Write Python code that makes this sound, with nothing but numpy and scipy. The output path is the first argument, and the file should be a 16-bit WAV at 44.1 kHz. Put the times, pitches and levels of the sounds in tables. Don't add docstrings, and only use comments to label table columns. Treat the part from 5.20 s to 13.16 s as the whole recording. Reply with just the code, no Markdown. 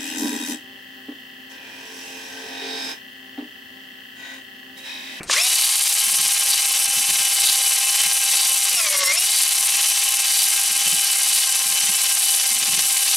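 import sys
import numpy as np
from scipy import signal
from scipy.fft import rfft, irfft, next_fast_len
from scipy.io import wavfile
from scipy.ndimage import uniform_filter1d

SR = 44100
rng = np.random.default_rng(int(sys.argv[2]) if len(sys.argv) > 2 else 0)


def level_to_linear(level):
    exponent = np.asarray(level, float) / 20
    return 10 ** exponent


def generate_wav(sig):
    pcm = np.round(np.clip(np.atleast_2d(sig).T, -1, 1) * 32767).astype(np.int16)
    wavfile.write(sys.argv[1], SR, pcm)


N = 351249
T = np.arange(N) / SR
FREE_SPIN = 17.7
CARRIER = 3.75


def unit(x):
    return x / np.sqrt(np.mean(x ** 2))


def coloured(points, envelope=1):
    hz, db = np.transpose(points)
    size = next_fast_len(N)
    bin_hz = np.maximum(np.arange(size // 2 + 1) * SR / size, 1)
    gain = level_to_linear(np.interp(np.log(bin_hz), np.log(hz), db))
    noise = rng.standard_normal(N) * envelope
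    return irfft(rfft(noise, size) * unit(gain), size)[:N]


def walk(rate):
    hold = max(int(SR / rate), 2)
    steps = np.repeat(rng.standard_normal(N // hold + 1), hold)
    return unit(uniform_filter1d(uniform_filter1d(steps, hold), hold)[:N])


def impacts(rate, scatter_db, decay_s):
    when, size = rng.random((2, N))
    blows = (when < rate / SR) * level_to_linear(-2 * scatter_db * np.log(size + 1e-9))
    power = signal.filtfilt([1], [1, -np.exp(-2 / (decay_s * SR))], blows)
    return abs(power) / power.mean()


def throb(turn, peak, depth_db, skew):
    angle = 2 * np.pi * (turn - peak)
    return level_to_linear(depth_db * (1 - np.exp(-np.cos(angle + skew * np.cos(angle)))))


def blow(t, db, t60, rise_s):
    return level_to_linear(db - 60 * t / t60) * (1 - np.exp(-t / rise_s))


def ring(when, db, hz, t60, rise_s):
    out = np.zeros(N + SR)
    for s, d, f, decay in np.broadcast(when, db, hz, t60):
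        t = T[:int(1.5 * decay * SR)]
        start = int(s * SR)
        out[start:start + len(t)] += blow(t, d, decay, rise_s) * np.sin(2 * np.pi * f * t)
    return out[:N]


def bursts(when, db, t60, rise_s):
    out = np.zeros(N)
    for s, d, decay in np.broadcast(when, db, t60):
        start = int(s * SR)
        t = np.maximum(T - s, 0)[start:int((s + 1.5 * decay) * SR)]
        out[start:start + len(t)] += blow(t, d, decay, rise_s)
    return out


def bumps(rows):
    return sum(height * np.exp(-((T - s) / half_s) ** 2) for s, height, half_s in rows)


# [t/s, spindle speed/turns per s]
SPINDLE_SPEED = [(.075, 0), (.12, 5.7), (.18, 13.7), (.22, 15.95), (.28, 17.25), (.45, 17.86), (1.7, 17.77),
                 (2.15, 17.65), (3.535, 17.66), (3.61, 14.8), (3.7, 13.05), (3.87, 12.15), (3.91, 12.7),
                 (3.95, 14.7), (4.0, 16.85), (4.1, 17.74), (5.9, 17.64), (7.97, 17.6)]
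# [t/s, gain/turns per s, half length/s]
PULLS = [(.92, .12, .1), (1.87, .14, .09), (2.81, .27, .09), (4.7, .2, .16), (5.68, .24, .1),
         (6.63, .2, .09), (7.53, .17, .1)]


def spindle():
    eased = bumps(PULLS)
    speed = np.interp(T, *np.transpose(SPINDLE_SPEED)) + eased
    turn = np.cumsum(speed) / SR + .11
    slow = np.clip(1 - speed / FREE_SPIN, 0, 1)
    return speed, turn, eased / eased.max(), slow


# [t/s, whine level/dB]
LEAN = [(0, 5.5), (.6, -2.5), (1.2, 1.4), (2.0, 1.9), (2.9, 2.8), (4.06, -0.5), (4.5, 0.6), (6.0, 0.8),
        (7.96, 0.1)]
# [surge at the start/dB, lift at the mouth/dB, lift when bogged/dB]
BITE = [(9, 1.5, 4), (8, .6, 3), (8, 3.0, -1.5), (4, 2.0, 3.5)]


def bite(mouth, slow):
    mesh_s, mesh_db_per_s = 0.19, 245
    common = np.interp(T, *np.transpose(LEAN)) - mesh_db_per_s * np.maximum(mesh_s - T, 0)
    surge = bumps([(0.167, 1, 0.023)])
    bogged = slow * (T > 1) / slow[SR:].max()
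    return [common + a_db * surge + b_db * mouth + c_db * bogged for a_db, b_db, c_db in BITE]


# [order/cycles per spindle turn, level/dB rms]
WHINE_LINES = [
    [(39.6, -64), (43, -59), (45, -47.8), (71.7, -58), (78.75, -60), (96, -60), (108.4, -54), (135, -50)],
    [(15, -77), (30, -65), (60, -60.5), (90, -50), (120, -51)],
    [(131.25, -58), (138.75, -54), (150, -43.5), (165, -47), (168.75, -36.8), (172.5, -45), (195, -50),
     (225, -43.5)],
    [(300, -56), (315, -50), (337.5, -39), (450, -40), (506.25, -48)],
]
# [f/Hz, width/Hz, boost/dB]
HOUSING = [(530, 140, 5), (1090, 170, 11), (2080, 250, 5), (2500, 300, 4), (3800, 400, 7), (4300, 900, -6),
           (5400, 420, 12)]
FLUTTER_DB = [1.5, 3.3, 2.5, 2.3]


def whine(speed, turn, swells_db):
    labour, chop_db = 2.0, 7
    strain = .0001
    slow = np.clip(1 - speed / FREE_SPIN, 0, .3)
    chop = level_to_linear(chop_db * slow * np.sin(2 * np.pi * CARRIER * turn))
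    hz = np.arange(0, 10000, 10)
    housing_db = sum(b / (1 + ((hz - f) / w * 2) ** 2) for f, w, b in HOUSING)
    load_db = .045 * np.maximum(uniform_filter1d(np.gradient(speed) * SR, size=900), 0)
    shake = .0009 * (1 + labour * slow) * walk(45) + .00015 * walk(160)
    shake = shake + .0008 * np.sin(2 * np.pi * turn) + strain * load_db * walk(220)
    out = 0
    for lines, swell_db, flutter_db in zip(WHINE_LINES, swells_db, FLUTTER_DB):
        for order, db in lines:
            boost_db = np.interp(order * speed, hz, housing_db)
            motor_db = load_db * (130 < order < 300)
            gain = level_to_linear(db + boost_db + swell_db + motor_db + flutter_db * walk(48))
            phase = order * (turn + shake) + rng.random()
            out = out + gain * np.sqrt(2) * np.sin(2 * np.pi * phase)
    return out * chop * throb(turn, 0.2, 2.45, skew=-0.7) * level_to_linear(1.66)


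def contact_db():
    start_s, start_db_per_s = 0.11, 704
    snag_s, snag_half_s, snag_db = 1.664, .006, 7
    x = (T - snag_s) / snag_half_s
    return -start_db_per_s * np.maximum(start_s - T, 0) - snag_db * x * np.exp(-(x - .6) ** 2 / 2)


# [f/Hz, level/dB per Hz]
RATTLE_SPECTRUM = [(25, -56), (60, -53), (130, -44), (300, -28.5), (560, -22.5), (700, -20), (1060, -11.5),
                   (1450, -14.5), (2200, -6), (3000, -3.5), (3600, -4), (6000, -3.5), (9000, -9),
                   (16000, -67)]


def rattle(turn, mouth, slow, build_db):
    carrier = 2 * np.pi * CARRIER * turn
    strain_db = np.where(T < 1, 20, 6) - 0.5 * np.sin(carrier)
    level_db = -28 + build_db + strain_db * np.minimum(slow, 0.37) + 2 * mouth
    beat = level_to_linear(1.0 * np.sin(carrier) + 0.45 * np.sin(2 * carrier) + 0.33 * np.sin(4 * carrier))
    bind = throb(turn, .21, 3.3 + 1.1 * walk(9), skew=-.9) * level_to_linear(.8 * walk(25))
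    knocks = np.sqrt(0.64 + impacts(400, 0.97, 0.0019))
    return coloured(RATTLE_SPECTRUM, unit(knocks * beat * bind) * level_to_linear(level_db + 2.5))


# [t/s, lift of the bore ring/dB, half length/s]
PLUNGES = [(.42, 7.5, 0.28), (1.33, 9.5, 0.057), (2.3, 9, .16), (3.2, 9, .13), (4.16, 9.5, 0.13),
           (5.17, 9, 0.14), (6.14, 7.5, 0.12), (7.06, 5, 0.099), (7.93, 7.5, 0.087)]
# [f/Hz, width/Hz, level/dB]
BORE_BANDS = [(3950, 220, -2), (4540, 110, -1), (4250, 1500, 0)]
# [f/Hz, level/dB per Hz]
TICK_SPECTRUM = [(2000, -53), (5000, -10.5), (7000, -3), (8200, 2), (9500, 2.5), (11500, 1), (13000, -7),
                 (14500, -13), (16000, -17)]
# [f/Hz, level/dB per Hz]
RUB_SPECTRUM = [(2000, -43.5), (5000, -6.5), (7000, -3), (8200, 0.5), (9500, 3), (11500, -1.5), (13000, -9),
                (14500, -23), (16000, -26)]


def hone(speed, turn, mouth, slow, build_db):
    deep_db = bumps(PLUNGES)
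    dragged = uniform_filter1d(slow, size=SR // 12, origin=SR // 25)
    lurch_db = dragged * (-11.5 + 15 * (T > 1) * np.cos(2 * np.pi * (turn - .7)))
    scrape_db = -21.5 + build_db + 0.13 * deep_db - 0.5 * mouth + lurch_db
    ring_db = -35 + build_db + deep_db + 20 * np.log10(speed / speed.max() + 1e-3)
    blows = impacts(330, 1.2, .0005)
    tick_gain = throb(turn, 0.57, 0.62, skew=0.85) * level_to_linear(scrape_db - 1.5 + 0.53 * walk(22))
    ticks = coloured(TICK_SPECTRUM, np.sqrt(blows) * tick_gain)
    rub_gain = throb(turn, 0.58, 1.7, skew=0.091) * level_to_linear(scrape_db - 1.5 + 0.66 * walk(22))
    rub = coloured(RUB_SPECTRUM, rub_gain)
    source = rng.standard_normal(N) * np.sqrt(2.7 + blows)
    bore = 0
    for f, width, db in BORE_BANDS:
        bore = bore + level_to_linear(db) * unit(signal.lfilter(*signal.iirpeak(f, f / width, SR), source))
    bore = unit(bore * throb(turn, 0.11, 4.5, skew=-1.5) * level_to_linear(1.2 * walk(16)))
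    return ticks + rub + bore * level_to_linear(ring_db + 2.5)


# [t/s, peak level/dB, f/Hz]
JOLTS = [(.647, -48, 164), (.866, -40, 217), (.917, -38, 169), (.988, -37, 154), (1.045, -40, 160),
         (1.674, -41, 234), (1.765, -35, 169), (1.885, -32, 158), (1.945, -51, 167), (1.993, -41, 153),
         (2.853, -39, 169), (3.532, -42, 229), (5.491, -41, 218), (5.553, -39, 228), (5.66, -33.5, 164),
         (5.722, -31, 170), (5.756, -58, 167), (6.455, -40, 220), (6.503, -42, 170), (6.628, -33.5, 161),
         (6.683, -30.5, 217), (7.308, -39, 226), (7.36, -37, 218), (7.416, -37, 159), (7.476, -32, 221),
         (7.525, -30, 157), (7.573, -30, 158), (7.706, -45, 231)]
# [f/Hz, level/dB per Hz]
THUD_SPECTRUM = [(25, -33), (60, -12), (110, -11), (160, 0), (220, -1), (330, -5), (600, -15), (2000, -42)]


def stand(turn):
    laps = T[1:][np.diff(np.floor(turn)) > 0]
    chance = rng.standard_normal((len(laps), 2)).T
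    nudges = [laps, -59.5 - 0.5 * chance[0], 271 + 34 * chance[1]]  # s, dB, Hz
    when, db, hz = np.hstack([np.transpose(JOLTS), nudges])
    rumble = coloured(THUD_SPECTRUM, bursts(when, db - 4.5, 0.18, rise_s=0.015))
    return ring(when, db + 3.5, hz, 0.074, rise_s=0.0082) + rumble


# [t/s, peak level/dB, f/Hz, t60/s]
SLACK_TICKS = [
    (.0075, -17, 317, 0.014),
    (.0075, -25, 2300, .02),
    (.017, -32, 1500, .02),
    (0.0978, -12.5, 1110, 0.021),
    (0.0967, -11, 1730, 0.023),
    (0.0983, -26, 538, 0.062),
]


def slack():
    return ring(*np.transpose(SLACK_TICKS), rise_s=0.00054)


# [t/s, peak level/dB, t60/s]
TRIGGER = [
    (.0318, -23, 0.011),
    (.0385, -38, .04),
    (.0408, -39, 0.018),
    (.047, -47, 0.073),
]
# [f/Hz, level/dB per Hz]
SNAP_SPECTRUM = [(500, -16), (3000, -7), (5500, -4), (7500, -7), (8600, 3), (10500, -6), (13000, -14),
                 (16000, -20)]


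def trigger():
    return coloured(SNAP_SPECTRUM, bursts(*np.transpose(TRIGGER), rise_s=.0002))


# [f/Hz, level/dB per Hz]
AIR_SPECTRUM = [(30, -28), (150, 9), (300, 11), (800, 4), (2600, 3), (3200, -14), (10000, -21),
                (16000, -36)]


def garage_air():
    return coloured(AIR_SPECTRUM) * (level_to_linear(-36 - 140 * T) + level_to_linear(-68))


def reflections(near):
    t60_s = .26
    t = T[:SR // 2]
    tails = rng.standard_normal((2, len(t))) * level_to_linear(-60 * t / t60_s) * (t > .002)
    band = signal.butter(3, [260, 12000], "bandpass", fs=SR, output="sos")
    tails = signal.sosfilt(band, tails)
    tails = tails / np.sqrt(np.sum(tails ** 2, axis=1, keepdims=True))
    return level_to_linear(-16.5) * signal.fftconvolve(near[None], tails, axes=1)[:, :N]


def left_lean(near):
    left_db, hum_hz, hum_db = 1.14, 1140, -16.5
    lean = signal.lfilter(*signal.butter(1, 250, "highpass", fs=SR), near) * (level_to_linear(left_db / 2) - 1)
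    lean = lean + level_to_linear(hum_db) * signal.lfilter(*signal.iirpeak(hum_hz, 3.5, SR), near)
    return np.array([lean, -lean])


def scene():
    speed, turn, mouth, slow = spindle()
    build_db = contact_db()
    near = whine(speed, turn, bite(mouth, slow))
    near = near + rattle(turn, mouth, slow, build_db)
    near = near + hone(speed, turn, mouth, slow, build_db)
    near = near + stand(turn) + slack() + trigger() + garage_air()
    return near + left_lean(near) + reflections(near)


def top_cut(x):
    return signal.sosfilt(signal.butter(12, 15730, fs=SR, output="sos"), x)


def record(dry):
    rounded = np.tanh(1.45 * dry) / 1.45
    lowpass = signal.ellip(8, .2, 60, 15800, fs=SR, output="sos")
    return top_cut(signal.sosfilt(lowpass, rounded))


dry = scene()
out = record(dry)
generate_wav(out)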